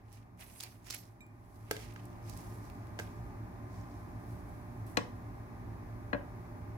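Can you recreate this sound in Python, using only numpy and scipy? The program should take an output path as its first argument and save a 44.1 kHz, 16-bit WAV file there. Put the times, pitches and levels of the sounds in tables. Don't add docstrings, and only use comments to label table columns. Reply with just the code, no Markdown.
import sys
import numpy as np
from scipy import signal
from scipy.fft import rfft, irfft, next_fast_len
from scipy.io import wavfile
from scipy.ndimage import uniform_filter1d

SR = 44100
rng = np.random.default_rng(int(sys.argv[2]) if len(sys.argv) > 2 else 0)


def persist_wave(psi):
    counts = np.round(np.clip(psi, -1, 1) * 32767).astype(np.int16)
    wavfile.write(sys.argv[1], SR, np.atleast_2d(counts).T)


N = 298557


def undb(db):
    return 10 ** (np.asarray(db) / 20)


def unit(x):
    return x / np.sqrt(np.mean(x ** 2))


def band(x, centre_hz, width_hz):
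    b, a = signal.iirpeak(min(centre_hz, 0.45 * SR), centre_hz / width_hz, fs=SR)
    return signal.lfilter(b, a, x)


def walk(rate_hz):
    hold = int(SR / rate_hz)
    steps = np.repeat(rng.standard_normal(N // hold + 1), hold)
    return uniform_filter1d(uniform_filter1d(steps, hold), hold)[:N]


def sides(pan_db):
    gains = undb(np.array([pan_db, -pan_db]) / 2)
    return (2 * gains / gains.sum())[:, None]


def add(out, x, start_s):
    i = int(start_s * SR)
    out[:, i:i + x.shape[1]] += x[:, :N - i]


def ring(hz, t60_s, phase_rad=0.0):
    t = np.arange(SR // 2) / SR
    return np.sin(2 * np.pi * hz * t + phase_rad) * np.exp(-np.log(1000) * t / t60_s)


def ticks():
    # (time [s], level [dB], colour [Hz], left minus right [dB])
    dry_ticks = [(0.1274, -45, 10700, -6.0), (0.375, -57, 9280, -6.5), (.426, -45, 2600, -5),
                 (0.6017, -31, 3770, -9), (0.6056, -26.5, 5950, 0), (0.6275, -36, 4860, -11),
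                 (0.6343, -29, 4530, -5), (.6355, -33, 10400, -9), (0.845, -50, 6360, -5.0),
                 (0.9012, -27.5, 3900, -9), (0.9054, -22, 4740, -4), (.879, -46, 5000, -5),
                 (0.9437, -29, 11000, -11), (.9475, -33, 5000, -6), (.956, -38, 4500, -6),
                 (1.265, -54, 12900, 10), (1.7102, -23.5, 4200, -4), (1.7114, -25, 10000, -8),
                 (1.765, -34, 4250, -2), (1.8177, -43, 3000, -4), (1.827, -44, 4500, -4),
                 (1.939, -49, 13900, 3), (1.961, -45, 2580, 4), (2.054, -46, 10000, -8),
                 (2.2615, -51, 2610, -15), (2.296, -34, 6800, -17), (2.336, -44, 5100, -10),
                 (2.373, -39.5, 9000, -18.5), (2.6988, -41, 2480, -12), (2.8702, -47.5, 2500, -2),
                 (2.99, -36, 2890, 2), (2.9957, -33.5, 6000, -12), (4.865, -47.5, 13300, 0),
                 (4.971, -35, 11500, 3)]
    rise_s, fade_s = 0.0008, 0.0017
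    longer_db_per_db = 0.2
    out, t = np.zeros((2, N)), np.arange(SR // 25) / SR
    noise = rng.standard_normal((len(dry_ticks), 3, len(t)))
    for (start_s, db, hz, pan_db), chance in zip(dry_ticks, noise):
        longer = undb(longer_db_per_db * (db + 40))
        burst = 0.8 * chance[:2] + 0.6 * chance[2]
        burst = burst * (1 - np.exp(-t / (rise_s * longer))) * np.exp(-t / (fade_s * longer))
        coloured = band(burst, hz, 0.6 * hz) + 0.35 * burst
        add(out, undb(db) * sides(pan_db) * coloured, start_s)
    return out


def steel():
    # (frequency [Hz], level when the tips touch [dB], t60 [s],
    # level when knocked whole [dB])
    modes = [(2375, -24, .3, 2), (3820, -14, .09, -7), (4430, -13, .06, -30), (4900, -18, .06, -30),
             (5780, -20, .12, -18), (6190, -15, .09, -22), (6450, -10, .1, -26), (7430, -9, .12, -30),
             (7620, -22, .2, -9), (8380, -6, .12, -32), (8700, -5, .1, -24), (9150, -10, .07, -30),
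             (9840, -5, .1, -30), (10100, -2, .14, -21), (11700, 1, .07, -11), (11950, -12, .16, -30),
             (12900, -12, .06, -15), (13400, -5, .07, -26), (14300, -11, .05, -26), (15300, -12, .06, -26)]
    # (time [s], level [dB], favoured pitch [Hz], reach [octaves])
    pings = [(0.438, -52, 11700, .03), (0.470, -58, 10100, .02), (0.637, -32, 4430, .06),
             (.636, -44, 12900, .04), (.9445, -45, 11500, .04), (0.982, -41, 11950, .012),
             (1.070, -59, 9150, .03)]
    knock_s, knock_db = 1.2065, -55.5
    chatter_from_s, chatter_to_s, chatter_per_s = 0.51, 0.6, 1100
    chatter_start_db, chatter_growth_db_per_s = -79, 130
    out = np.zeros((2, N))
    phases = rng.uniform(0, 2 * np.pi, (len(modes), 2, 1))
    rings = np.array([ring(hz, t60_s, phase) for (hz, _, t60_s, _), phase in zip(modes, phases)])
    hz, tips_db, _, free_db = np.array(modes).T

    for start_s, db, at_hz, reach_oct in pings:
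        share = 1 / (1 + (np.log2(hz / at_hz) / reach_oct) ** 2)
        add(out, np.tensordot(share * undb(db + tips_db), rings, 1), start_s)
    add(out, np.tensordot(undb(knock_db + free_db), rings, 1), knock_s)

    t = np.arange(N) / SR
    growth_db = chatter_growth_db_per_s * (np.minimum(t, chatter_to_s) - chatter_from_s)
    force = (t > chatter_from_s) * undb(chatter_start_db + growth_db)
    knocks = (rng.random(N) < chatter_per_s / SR) * rng.standard_normal(N) * force
    tips_ring = np.tensordot(undb(tips_db), rings, 1)
    chatter = signal.fftconvolve(knocks[None], tips_ring, axes=1)[:, :N]
    closing = np.clip((chatter_to_s - t) / 0.004, 0, 1)
    return (out + chatter * closing) * sides(-6.0)


def rustle():
    # (peak time [s], bright level [dB], time to rise 20 dB [s],
    # time to fall 20 dB [s], dull share [dB], scraping share [dB])
    strokes = [(.15, -70.5, 0.12, .11, 0, 4), (.405, -58, .022, 0.16, -4, 0),
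               (.48, -65, 0.07, 0.24, -7, -9), (.58, -63.5, .12, 0.16, -9, -5),
               (.63, -58, 0.0553, 0.11, 2, 2.5), (.72, -67, 0.17, 0.15, -3, -7.5),
               (.868, -60, 0.03, 0.07, -1, -0.5), (.93, -59.5, .06, 0.09, 10, 6),
               (.975, -62.5, .06, 0.16, -0.5, -6), (1.56, -73, 0.3, 1.2, -6.5, -12),
               (1.73, -60.5, .03, 0.23, 3, 1), (1.825, -67, 0.14, 0.14, 7, 12),
               (2.03, -76, 0.7, 0.5, 0.5, 4), (2.29, -66.5, .08, 0.37, 4.5, -3),
               (2.39, -63, .2, .5, -5, -11), (2.56, -72, .3, 0.3, -10, -12.5),
               (2.65, -76.5, 0.1, 0.34, 6.5, -8), (3.01, -62, 0.04, 0.12, -1, 3), (3.2, -78, 1, 0.3, 3, -3),
               (3.75, -75, .08, 0.35, 6, -8), (3.99, -74, .14, .3, -1, -12), (4.32, -68, .25, 0.2, -8, -14),
               (4.5, -75, .3, 1.5, -7, -14), (4.87, -64, .01, .2, -10, -15)]
    low_share_db, pan_db = -2, -5
    snags_per_s, snag_s, snag_db = 450, 0.0008, -5
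    t, power = np.arange(N) / SR, np.zeros((4, N))
    for peak_s, db, rise_s, fall_s, dull_db, scrape_db in strokes:
        stroke_db = db - 20 * np.where(t < peak_s, (peak_s - t) / rise_s, (t - peak_s) / fall_s)
        shares = undb([[0], [dull_db], [scrape_db], [low_share_db]])
        power = power + (undb(stroke_db) * shares) ** 2

    grains = rng.standard_normal((4, 2, N)) * undb(1.2 * rng.exponential(size=(4, 2, N)))
    catches = (rng.random(N) < snags_per_s / SR) * rng.exponential(size=N)
    decay = np.exp(-1 / (snag_s * SR))
    snags = 1 + undb(snag_db) * signal.lfilter([1], [1, -decay], catches)
    grains[1:3] *= snags
    grains[0] *= np.sqrt(snags)

    bright = unit(band(grains[0], 11000, 4200)) * undb(1.6 * walk(54))
    dull = unit(band(grains[1], 5400, 2600)) * undb(2.4 * walk(40))
    scrape = unit(band(grains[2], 2270, 860)) * undb(4.6 * walk(90))
    low = unit(band(grains[3], 770, 350)) * undb(3.0 * walk(40))
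    mix = sum(x * np.sqrt(p) for x, p in zip((bright, dull, scrape, low), power))
    return mix * sides(pan_db)


def struck(modes, long_mode, blows, crack_db, crack_pan_db, lag_s):
    room_send_hz = 1800
    out, t = np.zeros((3, N)), np.arange(SR // 2) / SR
    noise = rng.standard_normal((len(blows), 3, len(t)))
    lag_rad_per_hz = np.array([[0], [-2 * np.pi * lag_s], [0]])
    crack_gains = undb(crack_db) * np.vstack([sides(crack_pan_db), [1]])
    long_hz, long_t60_s, long_pan_db = long_mode
    for (start_s, db, hard_hz, thin_hz, long_db), chance in zip(blows, noise):
        x = np.zeros((3, len(t)))
        struck_modes = [*modes, (long_hz, long_db, long_t60_s, long_pan_db)]
        for k, (hz, mode_db, t60_s, pan_db) in enumerate(struck_modes):
            sign = -(-1) ** k
            to_room = 1 / (1 + (hz / room_send_hz) ** 2)
            gains = sign * undb(mode_db) * np.vstack([sides(pan_db), [to_room]])
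            x = x + gains * ring(hz, t60_s, lag_rad_per_hz * hz)
        contact = 0.05 * chance[2, :300] * np.exp(-t[:300] / 0.0025)
        contact[0] = 1
        x = signal.fftconvolve(x, contact[None], axes=1)[:, :len(t)]
        x = x + crack_gains * chance * np.exp(-t / 0.0035)
        x = signal.lfilter(*signal.butter(N=2, Wn=thin_hz, btype="high", fs=SR), x)
        x = signal.lfilter(*signal.butter(N=3, Wn=min(hard_hz, 0.45 * SR), fs=SR), x)
        add(out, undb(db) * x, start_s)
    return out


def tub():
    # (frequency [Hz], level [dB], t60 [s], left minus right [dB])
    modes = [(310, -13, 0.05, 6), (560, -13, .04, 0), (664, -14, 0.028, -12), (890, -16, 0.025, -12),
             (1278, -16, .04, 1), (1605, -6.5, 0.023, -10), (2080, -9, 0.023, -2), (2800, -10, .015, -4)]
    # (frequency [Hz], t60 [s], left minus right [dB])
    hollow = (427, 0.048, 4.3)
    # (time [s], level [dB], hardness: low-pass [Hz], thinness: high-pass [Hz], hollow level [dB])
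    taps = [(1.7108, -22, 6000, 100, -7), (1.7656, -33.5, 4000, 100, -13.5), (1.961, -39, 4900, 875, -6),
            (2.9898, -28.5, 6100, 400, -24), (2.998, -30.5, 3000, 150, -8)]
    return struck(modes, hollow, taps, crack_db=-5.5, crack_pan_db=3.0, lag_s=-0.0002)


def box():
    # (frequency [Hz], level [dB], t60 [s], left minus right [dB])
    modes = [(123, -20, 0.11, -11), (197, -15.5, 0.073, 5), (270.6, -10.5, 0.083, 27),
             (344, -21.5, 0.1, 25), (452, -20, 0.064, 14), (506, -17, 0.088, 10), (712, -18, 0.091, -3),
             (862, -20, 0.069, 9), (984, -18, 0.06, 2), (1100, -13.5, 0.083, 3), (1394, -11.5, 0.03, 16),
             (1664, -8.5, 0.025, 16), (2044, -11.5, 0.034, 10.5), (1850, -12, .022, 8),
             (2485, -15, 0.04, 7), (2690, -19, 0.04, 2), (2910, -18, .03, 5), (3280, -23, 0.025, 8),
             (4090, -11, 0.045, 6), (6520, -25, .02, 10), (6740, -18, 0.018, 13)]
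    # (frequency [Hz], t60 [s], left minus right [dB])
    lid = (571, 0.12, 8.5)
    # (time [s], level [dB], hardness: low-pass [Hz], thinness: high-pass [Hz], lid level [dB])
    knocks = [(4.9700, -30, 5000, 300, -30), (4.9716, -15.5, 5800, 60.6, -25.5),
              (4.9848, -24.5, 1300, 60.3, -18), (5.006, -33, 900, 60, -21), (6.1303, -19, 2000, 160, -12),
              (6.1335, -22, 2000, 1200, -20), (6.1455, -27, 1700, 298, -1)]
    return struck(modes, lid, knocks, crack_db=-4.5, crack_pan_db=5.5, lag_s=0.00031)


def room(x):
    level_db, t60_s, dull_hz = -9.5, 0.3, 4960
    t = np.arange(SR // 2) / SR
    noise = rng.standard_normal((2, len(t)))
    low = signal.lfilter(*signal.butter(1, dull_hz, fs=SR), noise)
    tail = low * undb(-60 * t / t60_s) + (noise - low) * undb(-60 * t / (0.36 * t60_s))
    tail = tail * np.clip((t - 0.004) / 0.0046, 0, 1)
    tail = tail / np.sqrt(np.sum(tail ** 2) / 2)
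    return undb(level_db) * signal.fftconvolve(x[None], tail, axes=1)[:, :N]


def background():
    # (frequency [Hz], relative density [dB per Hz])
    air = np.array([(20, -59), (35, -14.5), (70, -7.5), (140, -16), (400, -20), (490, -29.5), (800, -21.5),
                    (1200, -27), (1290, -33), (1750, -32), (2400, -38.5), (2900, -50), (6000, -50.5),
                    (8300, -56.5), (10000, -51.5), (15600, -53.5), (16100, -94)])
    # (frequency [Hz], width [Hz], level over the background [dB])
    booms = [(51, 14, -1.5), (109.4, 12.8, 9.5), (176.8, 14.4, -2), (238.2, 14.4, -2), (287.1, 13.5, -3),
             (348.2, 15.6, -6)]
    # (frequency [Hz], level over the background [dB])
    whines = [(600, -7), (716, -21), (808, -7.5), (925, -28.5), (1039, -9), (1216, -9)]
    # (frequency [Hz], likeness [0-1], left lead [rad], left minus right [dB])
    ports = np.array([(50, 0.98, .5, -3.5), (109, .99, 0.05, -0.5), (225, 0.79, -0.5, -2.5),
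                      (430, 0.43, 0.45, 0.5), (867, 0.58, -1.74, 0), (1640, 0.15, -2.5, 0),
                      (4000, 0.16, -2.5, 1.5), (12100, 0, -4.5, 0)])
    air_db = 8.5
    quiet_db, swollen_db, swell_mid_s, swell_pace_s = -67.5, -57.5, 1.81, 0.2
    size = next_fast_len(N)
    hz = np.maximum(np.arange(size // 2 + 1) * SR / size, 1)
    log_hz = np.log(hz)

    broad = undb(np.interp(log_hz, np.log(air[:, 0]), air[:, 1])) ** 2
    power = undb(air_db) ** 2 * broad / broad.sum()
    for centre_hz, width_hz, db in booms:
        shape = 1 / (1 + (2 * (hz - centre_hz) / width_hz) ** 4)
        power = power + undb(db) ** 2 * shape / shape.sum()

    like, lead_rad, pan_db = (np.interp(log_hz, np.log(ports[:, 0]), ports[:, k]) for k in (1, 2, 3))
    like = np.clip(like, 0, 1)
    a, b = rfft(rng.standard_normal((2, size)))
    left = a * np.exp(1j * lead_rad) * undb(pan_db / 2)
    right = (like * a + np.sqrt(1 - like ** 2) * b) * undb(-pan_db / 2)
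    noise = irfft(np.array([left, right]) * np.sqrt(power * size / 2), size)[:, :N]

    t = np.arange(N) / SR
    for tone_hz, db in whines:
        start_rad = rng.uniform(0, 2 * np.pi, (2, 1))
        phase_rad = 2 * np.pi * tone_hz * t + 2.98 * walk(10) + start_rad
        noise = noise + undb(db + 2.0 * walk(3.14)) * np.sin(phase_rad)
    swell = 1 / (1 + np.exp((swell_mid_s - t) / swell_pace_s))
    return noise * undb(quiet_db + (swollen_db - quiet_db) * swell)


def scene():
    tweezers = ticks() + steel()
    plastic = box() + tub()
    echoes = room(tweezers.mean(axis=0) + plastic[2])
    return tweezers + plastic[:2] + echoes + rustle() + background()


def record(dry):
    top_hz = 16550
    return signal.sosfilt(signal.ellip(10, 0.2, 80, top_hz, fs=SR, output="sos"), dry)


dry = scene()
out = record(dry)
persist_wave(out)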